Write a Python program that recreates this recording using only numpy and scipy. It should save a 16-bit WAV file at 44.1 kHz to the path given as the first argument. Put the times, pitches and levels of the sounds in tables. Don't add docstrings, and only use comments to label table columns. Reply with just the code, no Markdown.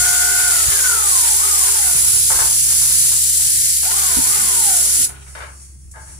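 import sys
import numpy as np
from scipy import signal
from scipy.fft import rfft, irfft, next_fast_len
from scipy.io import wavfile
from scipy.ndimage import uniform_filter1d, map_coordinates

SR = 44100
rng = np.random.default_rng(int(sys.argv[2]) if len(sys.argv) > 2 else 0)


def transcribe(u):
    v = np.clip(np.atleast_2d(u).T, -1, 1)
    q = np.round(v * 32767).astype(np.int16)
    wavfile.write(sys.argv[1], SR, q)


N = 272962


# time_s, level_db
JET_LEVEL = [(0.0, -17), (0.9, -17), (0.98, -18.7), (1.08, -17.3), (1.17, -15.3), (1.25, -16.5),
             (1.98, -17.4), (2.15, -16.5), (2.55, -17), (3.0, -15.8), (3.2, -16.7), (3.77, -16.5),
             (3.8, -18.5), (4.05, -17.5), (4.6, -16.6), (5.03, -16.7)]
# time_s, upper_hz, upper_db, lower_db (both against the jet)
JET_PEAKS = [(0, 9550, -10, -6.5), (.43, 9980, -8, -8), (.85, 9600, -10, -7.5), (1.15, 9980, -6, -17),
             (1.65, 9680, -6, -21), (2.12, 10080, -3.5, -22), (2.45, 10020, -6.5, -19),
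             (3.05, 10300, -5.5, -17), (3.3, 10200, -14, -17), (3.9, 10000, -12, -19),
             (4.6, 10200, -6, -22), (5.04, 10050, -6.5, -23)]
# time_s, level_db
LEAK_LEVEL = [(5.22, -48), (5.29, -41.5), (5.5, -46.5), (5.63, -43), (5.78, -52), (5.92, -50.5), (6.1, -41),
              (6.19, -42.5)]
# freq_hz, density_db_per_hz
JET_SPECTRUM = [(200, -58), (800, -44), (1200, -32), (1900, -18.5), (2700, -16.5), (3600, -12.5),
                (4600, -8), (6700, -3.5), (8000, -1), (9300, 0), (10400, .5), (11200, -5), (13000, -7.5),
                (15400, -14)]
# freq_hz, density_db_per_hz
LEAK_SPECTRUM = [(500, -28), (2000, -15.5), (3600, -22), (4200, -18), (4550, -8), (4850, -15), (5400, -8),
                 (6300, -6), (8200, -2.5), (10000, -1.5), (11500, -12.5), (13000, -25), (15000, -28)]
# freq_hz, width_hz, gain_db
VALVE_HOLLOWS = [(6850, 600, 0), (7900, 130, 1), (8650, 300, 1), (9300, 600, 1)]
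# freq_hz, left_minus_right_db
JET_EAR_BALANCE = [(2200, .5), (3800, -1.5), (5400, 1), (6600, 4), (7800, 6), (8700, 3.5), (9500, -1),
                   (11200, -3.5), (13500, -.5)]
# left_ear_lag_ms, gain_db
JET_ARRIVALS = [(.655, -1), (.52, -3), (-.42, -5)]
SHUT_S = 5.05
SHUT_DB_PER_S, SCATTER_DB_PER_S = 900, 300
LOWER_RATIO = .705
PEAK_LEFT_DB, PEAK_RIGHT_DB = -3, 6.8


def steam():
    jet_db, = curves(JET_LEVEL)
    peak_hz, upper_db, lower_db = curves(JET_PEAKS)
    leak_db, = curves(LEAK_LEVEL)
    shut_for_s = np.maximum(clock() - SHUT_S, 0)

    def narrow_noise(hz):
        return wobble(470) * np.cos(turns(hz)) + wobble(470) * np.sin(turns(hz))

    def blast():
        hollow = unit(resonate(noise(JET_SPECTRUM, patchy_db=3), VALVE_HOLLOWS))
        return unit(noise(JET_SPECTRUM, patchy_db=1.8) + amp(-6) * hollow)

    singing = np.array([
        amp(upper_db + ear_db) * narrow_noise(peak_hz) + amp(lower_db) * narrow_noise(LOWER_RATIO * peak_hz)
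        for ear_db in (PEAK_LEFT_DB, PEAK_RIGHT_DB)])
    arrivals = sum(amp(db) * from_right(blast(), lag_ms) for lag_ms, db in JET_ARRIVALS)
    direct = amp(-SHUT_DB_PER_S * shut_for_s) * arrivals
    diffuse = amp(-1) * np.array([blast(), blast()])
    scattered = amp(-SCATTER_DB_PER_S * shut_for_s) * (diffuse + singing)
    jet = amp(jet_db - 1.2 + .3 * wobble(9)) * (direct + scattered)
    jet = filtered(jet, lambda hz: amp(along(JET_EAR_BALANCE, hz) * np.array([[.5], [-.5]])))

    hiss = wide(lambda: noise(LEAK_SPECTRUM, patchy_db=1.0), spread_db=4)
    leak = amp(leak_db + 1.2 + .9 * wobble(30)) * hiss
    sputter_db = 0.5 * wobble(140) + 0.45 * wobble(1100)
    return (jet + place(leak, lag_ms=.3, wet_db=0, left_db=.3)) * amp(sputter_db)


# start_s, level_db, t60_s
SPIT_EVENTS = [(5.912, -32, .08)]


def spits():
    spit_spectrum = [(3000, -30), (6000, -12), (7600, 0), (9500, 0), (14000, -25)]  # freq_hz, density_db_per_hz
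    return place(bursts(SPIT_EVENTS) * noise(spit_spectrum), lag_ms=1.3, wet_db=-7, left_db=.3)


# mesh_rate_multiple, full_speed_db, db_per_octave_of_speed
GEAR_TONES = [(0.3396, -8, 2), (.385, -18, 0), (0.6816, -7.5, 3), (.718, -7.5, 10), (.95, -12, 0),
              (1, 0, 1), (1.04, -11, 0), (2, -11, 1)]
# freq_hz, gain_db
CASE_RESPONSE = [(280, -24), (400, -15), (490, -11), (610, -10), (740, -2), (900, -6), (1130, -2.5),
                 (1240, -1.5), (1350, 1), (1455, 2.5), (1540, -.5), (1640, -8), (1780, -7), (1950, -12),
                 (2110, -15), (2400, -11)]
# freq_hz, width_hz, gain_db
CASE_RINGING = [(1447, 14, 0)]
# freq_hz, density_db_per_hz
GRIND_SPECTRUM = [(100, -37), (270, -15), (550, -11.5), (800, -6), (1100, -3), (1500, -1.5), (2100, -2),
                  (2900, -5.5), (4000, -7), (8000, -35)]
# freq_hz, width_hz, gain_db
PANEL_MODES = [(403, 10, 6), (815, 75, -8), (1455, 70, -2)]
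# time_s, level_db
WHINE_LEVEL = [(0, 0), (.45, .5), (.6, -1.5), (.78, -2), (.88, 1.5), (1.0, 2.5), (1.12, -1), (1.32, -3.5),
               (1.48, -1), (1.7, -2), (1.95, -3.5), (3.85, 4), (3.97, -1.5), (4.35, -2), (4.55, -1.5),
               (4.72, 4), (4.9, -2)]
TIGHT_ROUGH, SLACK_ROUGH = .3, .6
DRIVE_DB, KNEE_HZ = -21.2, 1000
WHINE_POWER, ROLL_POWER, DRONE_POWER = 1.75, 1.5, 1.05


def drive():
    mesh_hz = mesh_rate()
    whine_db, = curves(WHINE_LEVEL)
    speed = mesh_hz / FULL_HZ
    octaves = np.log2(speed)
    rough = np.interp(speed, [.8, 1], [SLACK_ROUGH, TIGHT_ROUGH])
    phase = turns(mesh_hz * (1 + 0.008 * rough * wobble(60)))

    tones = sum(amp(db + slope * octaves + 4.5 * rough * wobble(35)) * np.sin(k * phase + rough * wobble(130))
                for k, db, slope in GEAR_TONES)
    cased = filtered(tones, lambda hz: amp(along(CASE_RESPONSE, hz))) + resonate(tones, CASE_RINGING)
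    whine = place(cased, lag_ms=1.314, wet_db=-5, left_db=4.5)

    teeth = wide(lambda: noise(GRIND_SPECTRUM, patchy_db=2.5), spread_db=2.0) * amp(2.47 * wobble(70))
    drone = wide(lambda: resonate(rng.standard_normal(N), PANEL_MODES), spread_db=-4.5)
    effort = mesh_hz / np.hypot(mesh_hz, KNEE_HZ)
    grinding = amp(-8) * effort ** ROLL_POWER * teeth + amp(-16) * effort ** DRONE_POWER * drone
    rolling = place(grinding, lag_ms=1.307, wet_db=-4, left_db=1.5)
    return amp(DRIVE_DB) * (amp(whine_db) * effort ** WHINE_POWER * whine + rolling)


# on_s, off_s
MOTOR_PUSHES = [(-3, .482), (1.342, 1.463), (3.828, 3.973), (4.226, 4.328)]
KICK_HZ, FULL_HZ, SPIN_UP_S = 529, 2116, .255
FRICTION_HZ_PER_S, DRAG_S = 1023, 2.893


def mesh_rate():
    t, hz = clock(), np.zeros(N)
    brake_hz = FRICTION_HZ_PER_S * DRAG_S
    for on_s, off_s in MOTOR_PUSHES:
        start_hz = max(np.interp(on_s, t, hz), KICK_HZ)
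        powered_s = np.clip(t, on_s, off_s) - on_s
        powered = FULL_HZ + (start_hz - FULL_HZ) * np.exp(-powered_s / SPIN_UP_S)
        coasting = (powered + brake_hz) * np.exp(-np.maximum(t - off_s, 0) / DRAG_S) - brake_hz
        hz = np.where(t < on_s, hz, coasting)
    return uniform_filter1d(np.maximum(hz, 1), size=SR // 33)


# start_s, level_db, t60_s, ring_db, jangle_db (last two against level_db)
CLANK_EVENTS = [(2.13, -42, .2, 0, -3), (2.3, -26, .4, 2, -2), (2.385, -28, .38, 2, -2),
                (2.655, -42, .4, -2, 3), (2.7, -42, .5, -2, 5), (2.81, -37, .4, -2, -2),
                (2.9, -44, .6, -2, 0), (3.035, -42.5, .31, -2, 0), (3.113, -36, .2, -2, 0),
                (3.394, -40, .3, -2, 0), (3.826, -36, .2, -1, -3), (5.09, -42, .35, -4, 0),
                (5.262, -47.5, .4, -5, 5), (5.349, -29, .3, -3, 0), (5.403, -34.5, .33, -5, 3),
                (5.936, -44, .4, 0, -14), (5.953, -43, .36, 4, -14), (6.07, -52, .4, -2, 3)]
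# freq_hz, width_hz, gain_db
FRAME_MODES = [(640, 45, -4), (885, 35, 2), (1260, 110, 0), (1440, 50, -4), (1640, 45, 2), (2150, 60, -7)]
# freq_hz, density_db_per_hz
RATTLE_SPECTRUM = [(200, -20), (380, -4), (600, -2), (880, 0), (1250, 2), (1700, 1), (2100, -7),
                   (2800, -18), (4000, -26), (9000, -45)]
# freq_hz, density_db_per_hz
JANGLE_SPECTRUM = [(1000, -25), (1900, -3), (2300, 0), (2800, -2.5), (3400, -11), (4400, -11), (9000, -28)]


def clanks():
    rattle = bursts([(s, db, t60) for s, db, t60, _, _ in CLANK_EVENTS])
    jangle = bursts([(s, db + jangle_db, t60) for s, db, t60, _, jangle_db in CLANK_EVENTS], rise_s=.003)
    ringing = bursts([(s, db + ring_db, t60) for s, db, t60, ring_db, _ in CLANK_EVENTS], rise_s=.003)

    chatter = rattle * wide(lambda: noise(RATTLE_SPECTRUM, patchy_db=3), spread_db=-1.0)
    chatter += amp(-6) * jangle * wide(lambda: noise(JANGLE_SPECTRUM, patchy_db=2.5), spread_db=-1.0)
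    ring = ringing * unit(resonate(rng.standard_normal(N), FRAME_MODES))
    clank = amp(-.5 + 2.8 * wobble(220)) * chatter + amp(-1) * ring
    return place(clank, lag_ms=1.332, wet_db=-3, left_db=3.5)


# start_s, level_db, t60_s, brightness_db_per_octave
THUD_EVENTS = [(4.167, -25, .05, 0), (4.171, -20.5, .055, -1), (4.187, -19.5, .07, 1), (4.99, -31, .05, -1),
               (5.006, -30, .07, -1)]
# freq_hz, level_db
THUD_RING = [(88, -6), (172, -7), (250, 0), (307, 0), (385, -15)]


def thuds():
    pivot_hz = 250
    ring = 0
    for s, db, t60, bright in THUD_EVENTS:
        for hz, mode_db in THUD_RING:
            level_db = db + mode_db + bright * np.log2(hz / pivot_hz)
            ring = ring + bursts([(s, level_db, t60)]) * np.sin(2 * np.pi * hz * (clock() - s))
    return place(amp(4) * ring, lag_ms=1.3, wet_db=-14, left_db=0)


# time_s, level_db
WHEEL_LEVEL = [(3.85, -72), (3.98, -47), (4.3, -43.5), (4.6, -45), (4.85, -47.5), (5.05, -45), (5.3, -68),
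               (5.5, -85)]
# freq_hz, density_db_per_hz
WHEEL_SPECTRUM = [(60, -20), (130, 0), (250, -1), (340, -5), (450, -12), (700, -32)]


def wheels():
    level_db, = curves(WHEEL_LEVEL)
    rumble = amp(level_db + 2 * wobble(18)) * noise(WHEEL_SPECTRUM, patchy_db=3)
    return place(rumble, lag_ms=1.3, wet_db=-6, left_db=0)


# centre_s, peak_db, half_length_s
AIR_SLAPS = [(.671, -18.5, .0055), (.6877, -17, .0036), (.711, -25, .005)]


def buffets():
    swing = 0
    for s, db, half_s in AIR_SLAPS:
        u = (clock() - s) / half_s
        swing = swing + amp(db) * (1 - 2 * u ** 2) * np.exp(-u ** 2)
    return swing * amp([[-22], [0]])


# time_s, pitch_hz, octave_level_db
HUM_COURSE = [(0, 67.5, -60), (.7, 69.7, -52), (2.1, 69.1, -56), (2.42, 68, -43), (3.1, 68, -44.5),
              (5.3, 67.8, -51), (5.9, 67.6, -66)]
HUM_DB = -37.6


def hum():
    pitch_hz, octave_db = curves(HUM_COURSE)
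    phase = turns(pitch_hz)
    fundamental = amp(HUM_DB + 1.2 * wobble(10)) * np.sin(phase)
    octave = amp(octave_db + 2.5 + 1.2 * wobble(8)) * np.sin(2 * phase)
    return (fundamental + octave) * amp([[-.4], [.4]])


# freq_hz, density_db_per_hz
YARD_SPECTRUM = [(15, -23), (40, -2.5), (70, 3.5), (115, 1.5), (180, -5), (260, -16), (345, -8.5),
                 (480, -30.5), (1000, -38), (3000, -54), (8000, -77)]
# centre_s, level_db, half_length_s
GUST_EVENTS = [(.35, -48, .2), (.7, -43, .045), (1.91, -42.5, .06), (2.45, -46, .2), (2.65, -42, .035),
               (3.72, -52, .08), (4.95, -55, .2)]
CALM_DB = -59


def yard():
    rumble = amp(-45.5 + 2.3 * wobble(5)) * wide(lambda: noise(YARD_SPECTRUM, patchy_db=4), spread_db=-1.5)
    # freq_hz, density_db_per_hz
    puff_spectrum = [(10, -12), (25, -5), (48, 0), (90, -3), (200, -39), (500, -70)]
    puffs = wide(lambda: noise(puff_spectrum), spread_db=3)
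    gusts = sum(amp(db) * np.exp(-((clock() - s) / half_s) ** 2) for s, db, half_s in GUST_EVENTS)
    breeze = amp(CALM_DB) + gusts
    return rumble + breeze * amp(1.5 + 2.5 * wobble(6)) * puffs


# freq_hz, t60_s
SHED_DECAY = [(100, 0.43), (1000, 0.41), (4000, 0.14), (12000, 0.19)]


def place(x, lag_ms, wet_db, left_db):
    pair = np.broadcast_to(x, (2, N))
    hz, t, z = signal.stft(rng.standard_normal((2, SR // 2)), SR, nperseg=256)
    fade = amp(-60 * t / along(SHED_DECAY, hz)[:, None])
    tail = signal.istft(z * fade / np.linalg.norm(fade, axis=1, keepdims=True), SR, nperseg=256)[1]
    tail /= np.linalg.norm(tail, axis=1, keepdims=True)
    lead = SR // 4
    fed = np.pad(pair, ((0, 0), (lead, 0)), mode="reflect")
    wet = signal.fftconvolve(fed, tail, axes=1)[:, lead:lead + N]
    direct = np.array([from_right(pair[0], lag_ms)[0], pair[1]])
    mix = (direct + amp(wet_db) * wet) / np.hypot(1, amp(wet_db))
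    return mix * amp([[left_db / 2], [-left_db / 2]])


def from_right(x, lag_ms):
    return np.array([filtered(x, lambda f: np.exp(-2j * np.pi * f * lag_ms / 1000)), x])


def wide(source, spread_db):
    return unit(source() + amp(spread_db) * np.array([source(), source()]))


def bursts(rows, rise_s=.0015):
    out = np.zeros(N)
    for s, db, t60 in rows:
        age_s = np.maximum(clock() - s, 0)
        out += amp(db - 60 * age_s / t60) * (1 - np.exp(-age_s / rise_s))
    return out


def noise(colour, patchy_db=0):
    z = signal.stft(rng.standard_normal(N), nperseg=512)[2]
    field = uniform_filter1d(rng.standard_normal(z.shape), size=4, axis=0)
    field = uniform_filter1d(field, size=50, axis=1)
    patchy = signal.istft(z * amp(patchy_db * unit(field)), nperseg=512)[1][:N]
    return unit(filtered(patchy, lambda hz: amp(along(colour, hz))))


def resonate(x, modes):
    def response(f):
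        return sum((-1) ** k * amp(db) * 1j * f * w / (c * c - f * f + 1j * f * w)
                   for k, (c, w, db) in enumerate(modes))
    return filtered(x, response)


def filtered(x, response):
    m = next_fast_len(N + SR // 2)
    return irfft(rfft(x, m) * response(np.fft.rfftfreq(m, 1 / SR)), m)[..., :N]


def along(points, hz):
    f, v = np.transpose(points)
    return np.interp(np.log(hz + 1), np.log(f + 1), v)


def curves(rows):
    s, *cols = np.transpose(rows)
    return [np.interp(clock(), s, c) for c in cols]


def wobble(rate):
    return map_coordinates(rng.standard_normal(int(N * rate / SR) + 4), [clock() * rate])


def turns(hz):
    return 2 * np.pi * np.cumsum(hz) / SR


def clock():
    return np.arange(N) / SR


def amp(db):
    return 10 ** (np.asarray(db) / 20)


def unit(x):
    return x / np.sqrt(np.mean(x ** 2) + 1e-20)


def scene():
    locomotive = steam() + spits()
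    table = drive() + clanks() + thuds() + wheels()
    return locomotive + table + buffets() + hum() + yard()


TOP_HZ = 15600


def record(dry):
    return filtered(dry, lambda hz: hz < TOP_HZ)


dry = scene()
out = record(dry)
transcribe(out)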